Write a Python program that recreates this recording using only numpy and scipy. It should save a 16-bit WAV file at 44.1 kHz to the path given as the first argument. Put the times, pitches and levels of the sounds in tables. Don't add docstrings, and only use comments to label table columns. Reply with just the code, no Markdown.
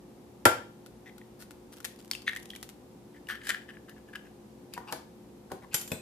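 import sys
import numpy as np
from scipy import signal
from scipy.fft import rfft, irfft, next_fast_len
from scipy.io import wavfile

SR = 44100
rng = np.random.default_rng(int(sys.argv[2]) if len(sys.argv) > 2 else 0)


def transcribe(u):
    v = np.clip(np.atleast_2d(u).T, -1, 1)
    q = np.round(v * 32767).astype(np.int16)
    wavfile.write(sys.argv[1], SR, q)


N = 265041


def amp(db):
    return 10 ** (np.asarray(db) / 20)


def read(points, hz):
    f, value = np.transpose(points)
    return np.interp(np.log(hz + 1), np.log(f), value)


def clock(length):
    return np.arange(int(length * SR)) / SR


def unit_rms(x):
    return x / np.sqrt(np.mean(x ** 2) + 1e-20)


def unit_hit(x):
    return unit_rms(x) * np.sqrt(.01 * SR / x.shape[-1])


def add(mix, s, sound, left_db=0):
    part = mix[:, round(s * SR):][:, :sound.shape[1]]
    part += sound[:, :part.shape[1]] * amp([[left_db / 2], [-left_db / 2]])


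# (frequency [Hz], coherence [0-1])
PAIR_COHERENCE = [(50, 0.91), (350, 1), (700, 0.66), (1400, 0.091), (3000, 0.079), (8000, 0.034)]

def coloured(x, spectrum, coherence=PAIR_COHERENCE):
    size = next_fast_len(x.shape[1])
    a, b = rfft(x, size)
    hz = np.fft.rfftfreq(size, 1 / SR)
    same = np.clip(read(coherence, hz), -1, 1)
    pair = np.array([a, same * a + np.sqrt(1 - same ** 2) * b])
    return unit_rms(irfft(pair * amp(read(spectrum, hz)), size)[:, :x.shape[1]])


def burst(spectrum, t60, rise, size=2048):
    t = np.arange(size) / SR
    noise = coloured(rng.standard_normal((2, size)), spectrum)
    return unit_hit(noise * amp(-60 * t / t60) * (1 - np.exp(-t / rise)))


def ring(modes, lag=0, scatter=0, length=0.73):
    t = clock(length)
    out = np.zeros((2, len(t)))
    for hz, db, t60 in modes:
        phase = np.array([[0], [lag + scatter * rng.standard_normal()]]) + rng.uniform(-1.93, 1)
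        out += amp(db - 60 * t / t60) * np.sin(2 * np.pi * hz * t - phase)
    low_cut = signal.butter(2, .7 * min(modes)[0], "high", fs=SR, output="sos")
    return unit_hit(signal.sosfilt(low_cut, out * (1 - np.exp(-t / 0.00042))))


def hollow(shape, hz, lag):
    return ring([(ratio * hz, db, cycles / hz) for ratio, db, cycles in shape], lag, length=.05)


# (frequency [Hz], relative density [dB])
AIR_SPECTRUM = [(15, -71), (25, -32.5), (63, -5), (92, -15), (205, -3), (297, -5), (322, -11), (358, -8),
                (443, -11), (520, -13.5), (679, -17.5), (735, -13), (1390, -26.5), (2310, -30),
                (14500, -37)]
# (frequency [Hz], coherence [0-1])
AIR_COHERENCE = [(25, 1), (70, 0.84), (200, 0.97), (450, 0.36), (900, 0.32), (2000, 0.08), (5000, 0.045),
                 (12000, .05)]
# (frequency [Hz], relative level [dB])
HUM_PARTIALS = [(118.4, -64), (215.3, -59.5), (258.4, -70), (296.1, -64), (355.3, -57.5), (414.5, -68.5),
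                (473.7, -68.5), (522.2, -66)]

def room_tone(air_db=-54, hum_db=-2, waver_cycles=0.31, left_db=1.0):
    t = np.arange(N) / SR
    air = amp(air_db) * coloured(rng.standard_normal((2, N)), AIR_SPECTRUM, AIR_COHERENCE)
    knots = np.linspace(0, t[-1], 40)
    hum = 0
    for hz, db in HUM_PARTIALS:
        drift = np.interp(t, knots, waver_cycles * rng.standard_normal(len(knots)))
        hum = hum + amp(db + hum_db) * np.sqrt(2) * np.sin(2 * np.pi * (hz * t + drift))
    return (air + hum) * amp([[left_db / 2], [-left_db / 2]])


# (frequency [Hz], relative density [dB])
SHELL_TICK = [(40, -31), (150, -30), (450, -15.5), (900, -3), (1500, -1), (3000, -0.5), (7000, -3),
              (10000, -2.5), (14000, -5), (16000, -9)]
EGG_THUD = [(30, -36.5), (75, -19), (110, -0.5), (165, -15.5), (320, -2.5), (560, 3.5), (700, -6),
            (900, 2.5), (1150, -8.5), (1450, -3), (1900, -6.5), (2600, -16.5), (5000, -21), (15000, -22.5)]
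# (frequency [Hz], relative level [dB], t60 [s])
BOWL_MODES = [(1380, -3.5, 0.35), (1382, 11.5, 0.13), (1535, -4.5, 0.07), (1526, -4, 0.054),
              (1788, -6.5, 0.082), (2110, -14.5, 0.14), (2370, -16, 0.14), (3180, 4.5, 0.05),
              (3170, -26, 0.62), (4570, -24, .14), (5440, -19.5, .28)]
COUNTER_MODES = [(260.8, -2.5, .33), (340.2, 8, 0.12), (491, -4.5, 0.43), (561, -1.5, 0.2),
                 (738, -2.5, 0.15), (878, -2, 0.27), (1141, -12, 0.42)]
# (time [s], crack [dB], thud [dB], bowl ring [dB], counter ring [dB])
EGG_KNOCKS = [(0.4534, -20.5, -13, -15.5, -22)]

def knock(boom_hz=104.7, boom_t60=.14, boom_db=-30):
    out = np.zeros((2, N))
    for s, crack_db, thud_db, bowl_db, counter_db in EGG_KNOCKS:
        landing = s + .0009
        add(out, s, amp(crack_db) * burst(SHELL_TICK, t60=0.0146, rise=.0001), left_db=2.5)
        add(out, landing, amp(thud_db) * burst(EGG_THUD, t60=0.075, rise=0.00027, size=8192), left_db=0.5)
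        add(out, landing, amp(bowl_db) * ring(BOWL_MODES, lag=-1.7, scatter=0.55), left_db=4)
        add(out, landing, amp(counter_db) * ring(COUNTER_MODES), left_db=4.5)
        add(out, landing, amp(boom_db) * ring([(boom_hz, 0, boom_t60)]))
    return out


EGG_HZ = 1442
# (time [s], relative level [dB])
THUMBNAIL_TICKS = [(0.861, -52.5), (1.1802, -54.5), (1.4056, -59.5), (1.4233, -53.5), (1.5075, -51),
                   (1.8023, -51)]
# (time [s], relative ring [dB], pitch [Hz], relative tick [dB])
SHELL_SNAPS = [(1.2137, -41.5, 1885, -76), (1.8443, -32.5, 1880, -38), (1.8486, -28, 1850, -34),
               (2.1117, -20, 4590, -33.5), (2.1129, -21.5, 5090, -45.5), (2.1334, -26.5, 3170, -47),
               (2.1498, -25.5, 2710, -44.5), (2.219, -47, 4840, -53.5), (2.2781, -11.5, 1875, -47),
               (2.2942, -22, 1810, -54), (2.3317, -25.5, 1850, -53), (2.3616, -24, 1870, -43),
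               (2.37, -28.5, 2080, -49), (2.428, -52, 2200, -53), (2.4554, -57, 2360, -51),
               (2.503, -28.5, 3290, -52), (2.5337, -34.5, 1950, -65), (2.5505, -35.5, 3130, -53),
               (2.56, -36, 2340, -46), (2.6274, -37, 1930, -42), (2.6898, -50, 2220, -47),
               (3.27, -40.5, 2900, -61), (3.2867, -27, 1780, -47), (3.4698, -26.5, 1700, -41.5),
               (3.7691, -37.5, 1700, -77), (3.8942, -45, 1750, -54), (4.1555, -32, 3060, -51.5),
               (4.7364, -40.5, 4750, -42)]
# (pitch multiple [ratio], relative level [dB], t60 [cycles])
SHELL_MODES = [(1, 1, 38), (1.14, 5.5, 8.5), (.83, -43, 10), (1.36, -20, 29), (1.72, -4.5, 11)]

def snaps(ring_db=-14, first_db=-1, second_db=-6, egg_ring_db=9.5):
    out = np.zeros((2, N))
    nails = [(s, db + egg_ring_db, EGG_HZ, db) for s, db in THUMBNAIL_TICKS]
    for s, cavity_db, hz, tick_db in nails + SHELL_SNAPS:
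        start = s + .0007
        add(out, start, amp(first_db + tick_db) * burst(SHELL_TICK, t60=0.011, rise=0.00037), left_db=2.5)
        second = start + rng.uniform(0.001, 0.007)
        add(out, second, amp(second_db + tick_db) * burst(SHELL_TICK, t60=0.029, rise=0.0001), left_db=4)
        add(out, start, amp(ring_db + cavity_db) * hollow(SHELL_MODES, hz, lag=1.0), left_db=3.0)
    return out


# (pitch multiple [ratio], relative level [dB], t60 [cycles])
HALF_SHELL_MODES = [(1.006, 3, 32.5), (1.09, 5, 10), (0.9, -7, 20), (1.42, -2, 10.5), (1.72, 4, 8.5),
                    (2.95, -12.5, 12)]

def friction(ring_gain, grit_gain, hz, slips_per_s=1800, spread_db=4, contacts=3):
    n = len(ring_gain)
    slipping = rng.random(n) < slips_per_s / SR
    size = amp(spread_db * np.minimum(rng.exponential(1, n), 3))
    slips = unit_rms(slipping * size * rng.choice([-1, 1], n))
    contact = rng.integers(0, contacts, n)
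    cavity = signal.fftconvolve((slips * ring_gain)[None], hollow(HALF_SHELL_MODES, hz, lag=0.92), axes=1)
    grit = 0
    for k in range(contacts):
        tick = burst(SHELL_TICK, t60=0.0036, rise=.0001)
        grit = grit + signal.fftconvolve((slips * grit_gain * (contact == k))[None], tick, axes=1)
    out = np.zeros(cavity.shape)
    for sound, gain, left_db in (cavity, ring_gain, 4), (grit, grit_gain, 2):
        add(out, 0, unit_rms(sound) * np.linalg.norm(gain) / np.sqrt(sound.shape[1]), left_db)
    return out


def rub(length, ring_db, grit_db, hz):
    pressure = np.sqrt(np.sin(np.pi * clock(length) / length))
    return friction(amp(ring_db) * pressure, amp(grit_db) * pressure, hz)


# (time [s], length [s], level [dB])
THUMBNAIL_DIGS = [(1.391, 0.049, -51.5), (1.721, 0.026, -51.5), (1.77, 0.021, -55.5), (1.986, 0.021, -54)]
# (time [s], length [s], level [dB], pitch [Hz])
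SHORT_RUBS = [(1.055, 0.046, -52, 1980), (2.266, 0.031, -33.5, 2090), (2.283, 0.06, -50, 1990),
              (3.136, 0.051, -59.5, 1755), (3.681, 0.034, -47.5, 1700), (3.879, 0.022, -53, 1630),
              (4.129, 0.012, -45.5, 1700), (4.148, 0.019, -38.5, 1680), (4.721, 0.045, -55.5, 2660),
              (4.865, 0.043, -46.5, 900), (4.873, 0.035, -48.5, 2720), (5.616, 0.035, -52, 1046),
              (5.712, 0.03, -51, 2520)]

def scrapes(fumble_count=6, fumble_db=-59.5, fumble_hz=1700, typical_ring_db=-54.5, typical_grit_db=-67):
    out = np.zeros((2, N))
    for s, length, db in THUMBNAIL_DIGS:
        add(out, s, rub(length, db - 13, db, EGG_HZ))
    start, end = 3.6, 4.3
    times = start + (end - start) * (np.arange(fumble_count) + rng.random(fumble_count)) / fumble_count
    fumbles = [(s, 0.031, fumble_db, fumble_hz) for s in times]
    for s, length, db, hz in SHORT_RUBS + fumbles:
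        grit_db = typical_grit_db + 0.52 * (db - typical_ring_db)
        add(out, s, rub(length, db, grit_db, hz))
    return out


# (start [s], end [s], faintest flake [dB])
FLAKE_SPANS = [(1.715, 2.26, -63.5), (2.261, 2.468, -62), (2.471, 2.716, -66)]

def crackle(spread_db=4.0, count=14):
    out = np.zeros((2, N))
    for start, end, level_db in FLAKE_SPANS:
        for when, size in rng.random((count, 2)):
            flake_db = level_db + spread_db * min(-np.log(size), 3)
            add(out, start + when * (end - start), amp(flake_db) * burst(SHELL_TICK, t60=0.0099, rise=.0001))
    return out


# (time [s], relative ring [dB], relative grit [dB])
NESTING_STROKES = [
    [(3.28, -71, -71), (3.288, -38.5, -49), (3.314, -35.5, -46.5), (3.338, -44, -54), (3.344, -42, -59),
     (3.356, -39, -50), (3.366, -51, -64), (3.384, -51, -72), (3.4, -63, -70)],
    [(3.4, -69, -69), (3.416, -45, -62), (3.432, -51, -54.5), (3.484, -43, -42), (3.494, -28.5, -31.5),
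     (3.502, -25.5, -33.5), (3.534, -49, -63), (3.546, -33, -49), (3.57, -63, -70)],
]

def nesting(edge_db=1, contrast=1.18, first_hz=1758, sag_hz_per_s=530):
    out = np.zeros((2, N))
    first_s = NESTING_STROKES[0][0][0]
    for stroke in NESTING_STROKES:
        s, *levels = np.transpose(stroke)
        t = s[0] + clock(s[-1] - s[0])
        ring_db, grit_db = (db.max() + contrast * np.interp(t, s, db - db.max()) for db in levels)
        hz = first_hz - sag_hz_per_s * (s[0] - first_s)
        add(out, s[0], friction(amp(ring_db), amp(edge_db + grit_db), hz))
    return out


# (time [s], thump [dB], pitch [Hz], hollow ring [dB], crunch [dB])
SOFT_BUMPS = [(4.777, -47, 980, -36.5, -52), (4.9239, -38, 917, -37, -35), (4.930, -50.5, 823, -36.5, -60),
              (5.517, -35, 785, -39.5, -45.5), (5.744, -40, 1566, -40, -28),
              (5.9169, -30.5, 574, -41, -36.5)]
# (frequency [Hz], relative density [dB])
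COUNTER_THUMP = [(25, -36), (50, -33), (80, -12), (115, 2), (200, -10), (350, -6), (550, -5.5),
                 (800, -26.5), (1500, -24.5), (4000, -48)]
# (pitch multiple [ratio], relative level [dB], t60 [cycles])
CARTON_MODES = [(1, 4.5, 28.5), (1.17, -3, 25.5), (.8, -7, 33.5), (1.45, -1.5, 22), (1.85, -3.5, 26)]

def bumps(brush_s=0.017, brush_ring_db=-11, brush_grit_db=-17):
    out = np.zeros((2, N))
    for s, thump_db, hz, hollow_db, crunch_db in SOFT_BUMPS:
        add(out, s - brush_s, rub(brush_s, hollow_db + brush_ring_db, crunch_db + brush_grit_db, hz))
        add(out, s, amp(thump_db) * burst(COUNTER_THUMP, t60=0.099, rise=0.00034, size=8192), left_db=3)
        add(out, s, amp(hollow_db) * hollow(CARTON_MODES, hz, lag=1.0), left_db=3.5)
        add(out, s, amp(crunch_db) * burst(SHELL_TICK, t60=0.033, rise=0.00046), left_db=2)
    return out


# (time [s], clatter [dB], fork ring [dB], utensil ring [dB])
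FORK_CLINKS = [(5.7423, -29, -26.5, -64), (5.7488, -31.5, -50, -61), (5.8133, -40.5, -42, -70),
               (5.877, -45.5, -52, -62), (5.9183, -62, -42.5, -36.5)]
# (frequency [Hz], relative density [dB])
STEEL_CLATTER = [(60, -39), (500, -8.5), (2000, -11), (3300, -10), (5500, -8), (7400, -4.5), (9000, -6),
                 (11400, -7), (14000, -11), (16000, -14)]
# (frequency [Hz], relative level [dB], t60 [s])
FORK_MODES = [(3120, -3, 0.11), (3450, -4, 0.11), (4743, -13, .25), (5970, -12, 0.15), (6600, -26, 0.18),
              (7100, -14, 1), (7230, 1, 0.12), (7500, 8, 0.049), (8460, -22, .25), (9550, -10, .28),
              (10760, -15, 0.22), (11440, 9, 0.066), (11630, 8, 0.067), (13570, -5, 0.3)]
UTENSIL_MODES = [(2533, 17, 0.027), (2700, -3, 0.072), (3460, 7.5, 0.024), (4044, -14, 0.87),
                 (8070, -3, 0.3)]

def fork():
    out = np.zeros((2, N))
    for s, clatter_db, fork_db, utensil_db in FORK_CLINKS:
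        add(out, s, amp(clatter_db) * burst(STEEL_CLATTER, t60=0.039, rise=0.00015, size=4096))
        add(out, s, amp(fork_db) * ring(FORK_MODES, scatter=.8, length=.28), left_db=4)
        add(out, s, amp(utensil_db) * ring(UTENSIL_MODES, scatter=.9, length=.28), left_db=2)
    return out


# (frequency [Hz], t60 [s])
KITCHEN_DECAY = [(100, 0.54), (500, 0.37), (1500, 0.35), (4000, 0.35), (9000, 0.28), (15000, 0.21)]

def kitchen(x, gap_s=0.0054):
    wall_spectrum = [(50, -7.0), (110, -7), (600, -1.0), (2000, -0.5), (6000, -0.5), (14000, 2.0)]
    reflections = coloured(rng.standard_normal((2, SR)), wall_spectrum)
    hz, t, bands = signal.stft(reflections, SR, nperseg=256)
    tail = signal.istft(bands * amp(-60 * t / read(KITCHEN_DECAY, hz)[:, None]), SR, nperseg=256)[1]
    tail *= np.clip(np.arange(tail.shape[1]) / SR / gap_s - .5, 0, 1)
    return signal.fftconvolve(x, tail / np.linalg.norm(tail[0]), axes=1)[:, :N]


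def scene(lowest_hz=62, knock_wet_db=-6.5, shell_wet_db=-9.5, side_wet_db=-5):
    bowl = knock()
    shell = snaps() + scrapes() + nesting() + crackle()
    side = bumps() + fork()
    room = kitchen(amp(knock_wet_db) * bowl + amp(shell_wet_db) * shell + amp(side_wet_db) * side)
    low_cut = signal.butter(3, lowest_hz, "high", fs=SR, output="sos")
    return signal.sosfilt(low_cut, bowl + shell + side + room) + room_tone()


# (frequency [Hz], gain [dB])
MIC_RESPONSE = [(20, 0), (14400, 0), (15000, -15), (16000, -32)]
BAND_LIMIT_HZ = 16400

def record(dry):
    heard = irfft(rfft(dry) * amp(read(MIC_RESPONSE, np.fft.rfftfreq(N, 1 / SR))), N)
    low_pass = signal.firwin(255, BAND_LIMIT_HZ, window=("kaiser", 9), fs=SR)
    return signal.oaconvolve(heard, low_pass[None], "same")


dry = scene()
out = record(dry)
transcribe(out)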